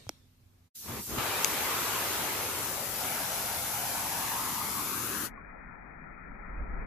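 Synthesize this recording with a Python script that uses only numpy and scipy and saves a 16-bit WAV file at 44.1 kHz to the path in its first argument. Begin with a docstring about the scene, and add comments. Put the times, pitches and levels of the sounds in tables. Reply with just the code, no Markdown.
"""Torch and powder fireball

A quiet workshop and a knock on plastic; then, outdoors, compressed air hisses beside a roaring torch.
The ground reflects both jets, and the echo sweeps upward as the torch is lowered to powdered fuel.
The powder catches and the scene drops into slow motion: a dull hiss under a fireball's growing rumble."""
import sys
import numpy as np
from scipy import signal
from scipy.fft import rfft, irfft, next_fast_len
from scipy.io import wavfile
from scipy.ndimage import uniform_filter1d

SR = 44100
rng = np.random.default_rng(int(sys.argv[2]) if len(sys.argv) > 2 else 0)


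def waveform_to_disk(signal):
    """Save audio, clipped to [-1, 1], as 16-bit WAV at the path in sys.argv[1]."""
    frames = np.transpose(np.atleast_2d(signal))
    scaled = np.clip(frames, -1, 1) * 32767
    samples = np.round(scaled).astype(np.int16)
    wavfile.write(sys.argv[1], SR, samples)


N = 302746
TIME = np.arange(N) / SR
BINS_HZ = np.fft.rfftfreq(1024, 1 / SR)
FRAMES_S = np.arange(N // 256 + 5) * 256 / SR


def amp(db):
    """Decibels to gain."""
    return 10 ** (np.asarray(db) / 20)


def rms(x):
    """Root mean square."""
    return np.sqrt(np.mean(x ** 2) + 1e-20)


def follow(rows, at=TIME):
    """A curve of (seconds, value) rows at the given times."""
    return np.interp(at, *np.transpose(rows))


def step(middle_s, width_s, at=TIME):
    """Smooth rise from 0 to 1."""
    return .5 + .5 * np.tanh((at - middle_s) / (2 * width_s))


def gate(start_s, end_s, fade_in_s, fade_out_s):
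    """Gain 1 from start to end, with smooth edges."""
    return .5 + .5 * np.tanh(np.minimum((TIME - start_s) / fade_in_s, (end_s - TIME) / fade_out_s))


def add(mix, start_s, sound):
    """Adds a mono or stereo sound to a stereo mix."""
    part = mix[:, round(start_s * SR):][:, :sound.shape[-1]]
    part += sound[..., :part.shape[1]]


def lowpass(x, hz, taps=601):
    """Steep low-pass of both channels."""
    kernel = signal.firwin(taps, hz, window=("kaiser", 8), fs=SR)
    return signal.oaconvolve(x, kernel[None], "same")


def spectrum_at(rows, at_hz):
    """Each column of a spectrum, interpolated over log frequency."""
    hz, *columns = np.transpose(rows)
    return [np.interp(np.log(at_hz + 1), np.log(hz), column) for column in columns]


def turbulence(spectrum, patchy_db, colour_db=0, lag_ms=0):
    """Stereo noise, mid rms 1, with eddies that lift patches of its spectrum."""
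    left_db, right_db, likeness = spectrum_at(spectrum, BINS_HZ)
    re, im, other_re, other_im, eddies = rng.standard_normal((5, len(FRAMES_S), len(BINS_HZ)))
    eddies = uniform_filter1d(uniform_filter1d(eddies, 12, axis=0), 6, axis=1)
    left = re + 1j * im
    right = likeness * left + np.sqrt(1 - likeness ** 2) * (other_re + 1j * other_im)
    right *= np.exp(-2j * np.pi * BINS_HZ * lag_ms / 1000)
    spectra = np.array([left * amp(left_db), right * amp(right_db)])
    spectra *= amp(patchy_db * eddies / rms(eddies) + colour_db)
    noise = signal.istft(spectra, nperseg=1024, noverlap=768, time_axis=1, freq_axis=2)[1][:, :N]
    return noise / rms(noise.mean(0))


def rumble(spectrum, steady_s):
    """Deep stereo noise, mid rms near 1, its swells evened out over steady_s."""
    size = next_fast_len(N, True)
    hz = np.fft.rfftfreq(size, 1 / SR)
    db, likeness = spectrum_at(spectrum, hz)
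    left, other = rfft(rng.standard_normal((2, size)))
    right = likeness * left + np.sqrt(1 - likeness ** 2) * other
    low_hz, high_hz = spectrum[0][0], spectrum[-1][0]
    rolloff = np.minimum(hz / low_hz, 1) ** 2 / (1 + (hz / high_hz) ** 4)
    noise = irfft(np.array([left, right]) * amp(db) * rolloff, size)[:, :N]
    power = uniform_filter1d(noise.mean(0) ** 2, int(steady_s * SR) + 1)
    return noise / np.sqrt(power + 1e-12)


def strikes(blows, modes, crack_gain, crack_t60_s, contact_s=0.0001):
    """Each blow is a crack of noise and the short ring of the struck object."""
    out, t = np.zeros((2, N)), np.arange(SR // 8) / SR
    for start_s, peak_db, lean_db, hardness_db in blows:
        ring = np.zeros((2, len(t)))
        for hz, db, t60_s in modes:
            envelope = amp(db + hardness_db * np.log2(hz / modes[0][0]) - 60 * t / t60_s)
            phase = rng.random() + rng.random((2, 1)) / 4
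            ring += envelope * np.sin(2 * np.pi * (hz * t + phase))
        crack = crack_gain * rng.standard_normal((2, len(t))) * amp(-60 * t / crack_t60_s)
        hit = (ring / abs(ring).max() + crack) * (1 - np.exp(-t / contact_s))
        pan = amp(np.array([[.5], [-.5]]) * lean_db)
        add(out, start_s, amp(peak_db) * pan * hit / abs(hit).max())
    return out


# Room and rustle spectra. Each row: frequency in Hz, left and right in relative dB, stereo correlation.
ROOM_SPECTRUM = [(25, -10, -18, 0.72), (88, -1, 2, 0.94), (221, -13, -11.5, 0.9), (450, -22, -21.5, 0.1),
                 (1500, -29, -27.5, 0.049), (4500, -30, -30, -0.0), (9000, -33, -36, 0.077),
                 (14000, -31, -30, -0.1)]
RUSTLE_SPECTRUM = [(300, 4, 6.5, .3), (1200, -8, -8, 0.024), (2400, -3, -3, 0), (4200, -3, 1.5, 0),
                   (7000, -5.5, -11, 0), (14000, -14, -17, 0)]
# Hum. Each row: frequency in Hz, relative level in dB.
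HUM_TONES = [(91.5, -67.5), (166.9, -90), (253.0, -74)]


def workshop(room_db=-63.5, hum_trim_db=-2, rustle_db=-61, hold_s=.09, fade_db_per_s=96, rest_db=-85):
    """Low room noise, a faint hum and a rustle that dies away."""
    hum = sum(np.sqrt(2) * amp(db + hum_trim_db) * np.sin(2 * np.pi * (hz * TIME + rng.random()))
              for hz, db in HUM_TONES)
    room = amp(room_db) * turbulence(ROOM_SPECTRUM, patchy_db=1.6)
    fading_db = np.maximum(rustle_db - fade_db_per_s * np.maximum(TIME - hold_s, 0), rest_db)
    return room + hum + amp(fading_db) * turbulence(RUSTLE_SPECTRUM, patchy_db=3.5)


# Each row: start in seconds, level in dB before the soft onset, pitch in Hz, T60 in seconds.
THUMP_EVENTS = [(.067, -27, 104, 0.055), (0.094, -27.5, 308, 0.023), (1.181, -13, 108, 0.039),
                (5.376, -39.5, 1110, 0.073)]


def thumps(rise_cycles=0.8):
    """Damped sines: two thumps in the workshop, one as the flame takes hold, a ping in slow motion."""
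    out, t = np.zeros((2, N)), np.arange(SR // 8) / SR
    for start_s, db, hz, t60_s in THUMP_EVENTS:
        onset = 1 - np.exp(-(hz * t / rise_cycles) ** 2)
        add(out, start_s, onset * amp(db - 60 * t / t60_s) * np.sin(2 * np.pi * hz * t))
    return out


# Each row: start in seconds, peak in dB before panning, left minus right in dB, hardness in dB/octave.
PLASTIC_BLOWS = [(.0678, -42, 12, -4.5), (.0924, -18.6, -6, -0.2)]
# Each row: frequency in Hz, relative level in dB, T60 in seconds.
PLASTIC_MODES = [(530, -3.5, 0.0064), (784, -7.5, 0.0087), (1400, -6.5, 0.0052), (2100, -4.5, 0.0033),
                 (3270, -9, .005), (4470, -12, 0.0045), (5640, -2.5, 0.0056), (6540, -13, .005),
                 (8450, -15, 0.0056), (11400, -15, 0.0044), (14200, -14, .004)]


def plastic_knocks():
    """Hard plastic, touched and then knocked, rings for a few milliseconds."""
    return strikes(PLASTIC_BLOWS, PLASTIC_MODES, crack_gain=.06, crack_t60_s=0.0071)


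LOWERED_S, LOWERING_S = 2.92, .08
# Ground echo, shorter as the torch is lowered. Each row: time in seconds, delay in ms.
ECHO_DELAY = [(1.7, 2.5), (2.5, 2.4), (2.8, 1.7), (3.1, 1.36), (3.65, 1.45), (4.2, 1.164), (4.85, .88),
              (5.27, 0.65)]


def ground_echo(at, raised=.1, lowered=0.37):
    """Delay in seconds and strength of the reflection, faint until the flame points at the ground."""
    return follow(ECHO_DELAY, at) / 1000, raised + (lowered - raised) * step(LOWERED_S, LOWERING_S, at)


def ground_comb(right_detour=0.895, dull_hz=5600, hollow_db=10, hollow_octaves=0.32):
    """Echo ripple in dB; rough ground scatters the treble, and the right side has the shorter detour."""
    delay_s, strength = ground_echo(FRAMES_S[:, None])
    delay_s = np.array([delay_s, delay_s * right_detour])
    echo = strength / (1 + (BINS_HZ / dull_hz) ** 4) * np.exp(-2j * np.pi * BINS_HZ * delay_s)
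    # Repeated bounces sharpen the first peak into a hollow, rising note.
    hollow = np.exp(-(np.log2((BINS_HZ + 1) * delay_s) / hollow_octaves) ** 2)
    return 20 * np.log10(abs(1 + echo)) + hollow_db * strength * hollow


def with_bass_echo(direct, bass_boost=1.6):
    """Adds the ground echo to a deep sound; bass reflects better than treble."""
    delay_s, strength = ground_echo(TIME)
    echo = np.array([np.interp(TIME - delay_s, TIME, side) for side in direct])
    gain = bass_boost * strength
    return (direct + gain * echo) / (1 + gain)


# Each row: frequency in Hz, left and right in relative dB, stereo correlation.
AIR_SPECTRUM = [(800, -39.5, -39.5, .5), (1500, -18, -20.5, 0.32), (2600, -16, -17.5, 0.2),
                (3990, -7, -10.5, 0.17), (4760, -6, -8, .2), (6200, -3.5, -5, 0.18), (7900, -4, -7, 0.1),
                (8900, -7.5, -10.5, 0.295), (9680, -2.5, -11.5, 0.27), (10550, 2.5, -5, 0.25),
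                (11400, 0, -5.5, 0.28), (12600, -3, -5.5, 0.23), (13800, 1.5, -2, .3),
                (14580, -1.5, -9.5, .3)]
# Shading of the right side as the microphone turns. Each row: time in seconds, relative shade in dB.
AIR_RIGHT_SHADE = [(1.4, 1.5), (2.4, 2), (2.88, 8.5), (3.07, 4.5), (4.35, 4), (5.25, 10)]
# Each row: time in seconds, lag of the right side in ms.
AIR_RIGHT_LAG = [(.8, 0.084), (2.4, 0.083), (3.1, 0.17), (5.2, .16)]


def air_jet(comb_db, open_db=-36, open_s=1.436, opening_db_per_s=16, sizzle_hz=11000):
    """Air hisses from the feed line as its valve opens, sizzling more once the microphone points down."""
    valve_db = open_db - opening_db_per_s * np.maximum(open_s - TIME, 0)
    dip_db = -np.exp(-((TIME - 2.36) / 0.2) ** 2)
    shade_db = np.array([[0.097], [-0.903]]) * (follow(AIR_RIGHT_SHADE) - 5)
    sizzle_band = np.exp(-((BINS_HZ - sizzle_hz) / 1300) ** 2)
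    sizzle_db = (-1.7 + 2 * step(LOWERED_S, LOWERING_S, FRAMES_S[:, None])) * sizzle_band
    lag_ms = follow(AIR_RIGHT_LAG, FRAMES_S[:, None])
    hiss = turbulence(AIR_SPECTRUM, patchy_db=1.5, colour_db=comb_db + sizzle_db, lag_ms=lag_ms)
    return amp(valve_db + dip_db + shade_db) * hiss


LIT_S = 1.178
# Each row: end of rise and start of fall in seconds, flutter and roar levels in dB.
GAS_FLARES = [(.89, 0.998, -40.5, -45), (1.117, 1.16, -37.5, -43), (1.189, 1.185, -35, -37.5)]


def ignition(near_db, lit_roar_db=-39, lit_flutter_db=-46.5, rise_db_per_s=325, fall_db_per_s=400):
    """Roar and flutter gains: gas flares softly twice, then pops as the flame settles on the nozzle."""
    lit = step(LIT_S, width_s=0.002)
    roar, flutter = lit * amp(lit_roar_db + near_db), lit * amp(lit_flutter_db)
    for risen_s, fall_s, flutter_db, roar_db in GAS_FLARES:
        rise_db = -rise_db_per_s * np.maximum(risen_s - TIME, 0)
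        fall_db = -fall_db_per_s * np.maximum(TIME - fall_s, 0)
        roar = np.hypot(roar, amp(roar_db + rise_db + fall_db))
        flutter = np.hypot(flutter, amp(flutter_db + rise_db + fall_db))
    return roar, flutter


# Torch held close, then lowered. Each row: time in seconds, gain from nearness in dB.
TORCH_NEARNESS = [(1.2, 3.5), (1.4, 4), (2.25, 3), (2.6, -1), (2.9, -2), (3.05, 1.5), (3.7, 0), (4.25, 1),
                  (4.55, -.5), (5.25, -0.6)]
# Each row: frequency in Hz, relative level in dB, stereo correlation.
FLUTTER_SPECTRUM = [(20, -16.5, .8), (40.16, -13.5, .85), (69.4, -3.5, .9), (116, 1, 0.91),
                    (161, -4.5, 0.82), (225, 0, .8), (420, -9, 0.73), (1000, -35.5, .8)]
# Each row: frequency in Hz, left and right in relative dB, stereo correlation.
ROAR_SPECTRUM = [(80.7, -19, -23, 1), (237.2, -3, -1, 0.36), (420, 0.5, -2.5, .7), (670, 0, -3.5, 0.64),
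                 (923, 0.5, -1, 0.69), (1210, 0.5, -1.5, 0.49), (1828, -3.5, -7.5, 0.29),
                 (2480, -4.5, -8, 0.33), (3777, -10.5, -12, .1), (6400, -20, -25.5, .2)]


def torch(comb_db, flicker_db=0.5, idle_db=-66):
    """The flame roars, brighter when near; each low flutter shakes the roar a little."""
    roar_gain, flutter_gain = ignition(follow(TORCH_NEARNESS))
    near_db = follow(TORCH_NEARNESS, FRAMES_S)
    tilt_db_per_octave = np.where(FRAMES_S < LIT_S, 0.4, 0.76 + 0.19 * near_db)
    octaves = np.log2(np.clip(BINS_HZ, 250, 4000) / 1000)
    colour_db = comb_db + tilt_db_per_octave[:, None] * octaves
    # Echo and tilt colour the roar but keep its midrange power.
    midrange = (BINS_HZ > 450) & (BINS_HZ < 1800)
    power = np.mean(amp(colour_db[:, :, midrange]) ** 2, axis=(0, 2))
    colour_db -= 10 * np.log10(power)[:, None]
    flutter = with_bass_echo(rumble(FLUTTER_SPECTRUM, steady_s=0.13))
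    roar = turbulence(ROAR_SPECTRUM, patchy_db=1.71, colour_db=colour_db)
    flicker = amp(flicker_db * flutter.mean(0))
    return roar_gain * flicker * roar + np.hypot(flutter_gain, amp(idle_db)) * flutter


# Each row: start in seconds, peak in dB before panning, left minus right in dB, hardness in dB/octave.
FITTING_BLOWS = [(1.4458, -7, 9, 0.5), (1.4566, -22.5, 3.5, 1.5)]
# Each row: frequency in Hz, relative level in dB, T60 in seconds.
FITTING_MODES = [(2250, -10.5, .014), (2680, -10.5, .014), (3450, -10, 0.0086), (4880, -7.5, 0.0092),
                 (6370, -3, 0.0061), (6950, -5.5, 0.00607), (8240, -9.5, 0.0069), (9700, -15, 0.0074),
                 (11750, -10.5, .006), (13400, -12.5, 0.0082)]


def torch_clicks():
    """A sharp click rings the torch's metal fittings; a weaker echo of it follows 11 ms later."""
    return strikes(FITTING_BLOWS, FITTING_MODES, crack_gain=.1, crack_t60_s=0.01)


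# Each row: frequency in Hz, relative level in dB, stereo correlation.
WHOOSH_SPECTRUM = [(90, -13, .9), (199.3, -3.5, .85), (350, 3, .8), (480, -9.5, .8)]


def powder_whoosh(full_db=-45.5, full_s=5.18, swell_db_per_s=16.5):
    """A low whoosh swells as the flame spreads into the powder."""
    level_db = full_db - swell_db_per_s * np.maximum(full_s - TIME, 0)
    return amp(level_db) * rumble(WHOOSH_SPECTRUM, steady_s=.12)


# Each row: frequency in Hz, left and right in relative dB, stereo correlation.
SLOW_JET_SPECTRUM = [(60, -3, -1.5, 0.84), (110, -9, -9, -0.5), (171, 3.5, -2.5, 0.7), (248, 0, -7.5, 0.91),
                     (308, -6, -12.5, -0.16), (520, -7.5, -11.5, -0.3), (820, -3.5, -12.5, -0.3),
                     (1160, -9.5, -18, 0.94), (1340, 3.5, -10.5, 0.25), (1550, -5.5, -13, -0.41),
                     (1860, -2, -11.5, 0.056), (2400, -9, -21, 0.27)]
# Each row: frequency in Hz, relative level in dB, stereo correlation.
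BILLOW_SPECTRUM = [(18, -0.5, 0.97), (30, -3.5, 0.89), (48.3, 2.5, 0.85), (75, -18, 0.35),
                   (120.4, -26, 0.21), (249, -22.5, 0), (600, -31.5, 0), (2400, -40.5, 0)]
# Each row: centre in seconds, boost in dB.
BILLOW_SURGES = [(6.33, 6), (6.6, 5), (6.765, 2.5)]


def fireball(jets_db=-45.5, jets_growth_db=3, smoulder_db=-55.5, fire_growth_db=18, surge_width_s=.04):
    """In slow motion the jets sink by octaves, and the burning cloud smoulders, then billows up."""
    growth = step(middle_s=6.445, width_s=0.083)
    surge_db = sum(db * np.exp(-((TIME - s) / surge_width_s) ** 2) for s, db in BILLOW_SURGES)
    jets = amp(jets_db + jets_growth_db * growth) * turbulence(SLOW_JET_SPECTRUM, patchy_db=1.3)
    fire_db = smoulder_db + fire_growth_db * growth + surge_db
    billows = amp(fire_db) * rumble(BILLOW_SPECTRUM, steady_s=0.13)
    return lowpass(jets + billows, hz=2510, taps=2401)


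def scene():
    """Three scenes in turn: workshop, jets in the yard, fireball in slow motion."""
    comb_db = ground_comb()
    yard = air_jet(comb_db) + torch(comb_db) + powder_whoosh()
    hits = thumps() + plastic_knocks() + torch_clicks()
    return (workshop() * gate(-.1, 0.681, fade_in_s=.005, fade_out_s=0.011)
            + yard * gate(0.7523, 5.274, fade_in_s=0.0042, fade_out_s=0.016)
            + fireball() * gate(5.274, 6.856, fade_in_s=.004, fade_out_s=0.013) + hits)


def record(dry):
    """Cuts the highest treble."""
    return lowpass(dry, hz=14680)


dry = scene()
out = record(dry)
waveform_to_disk(out)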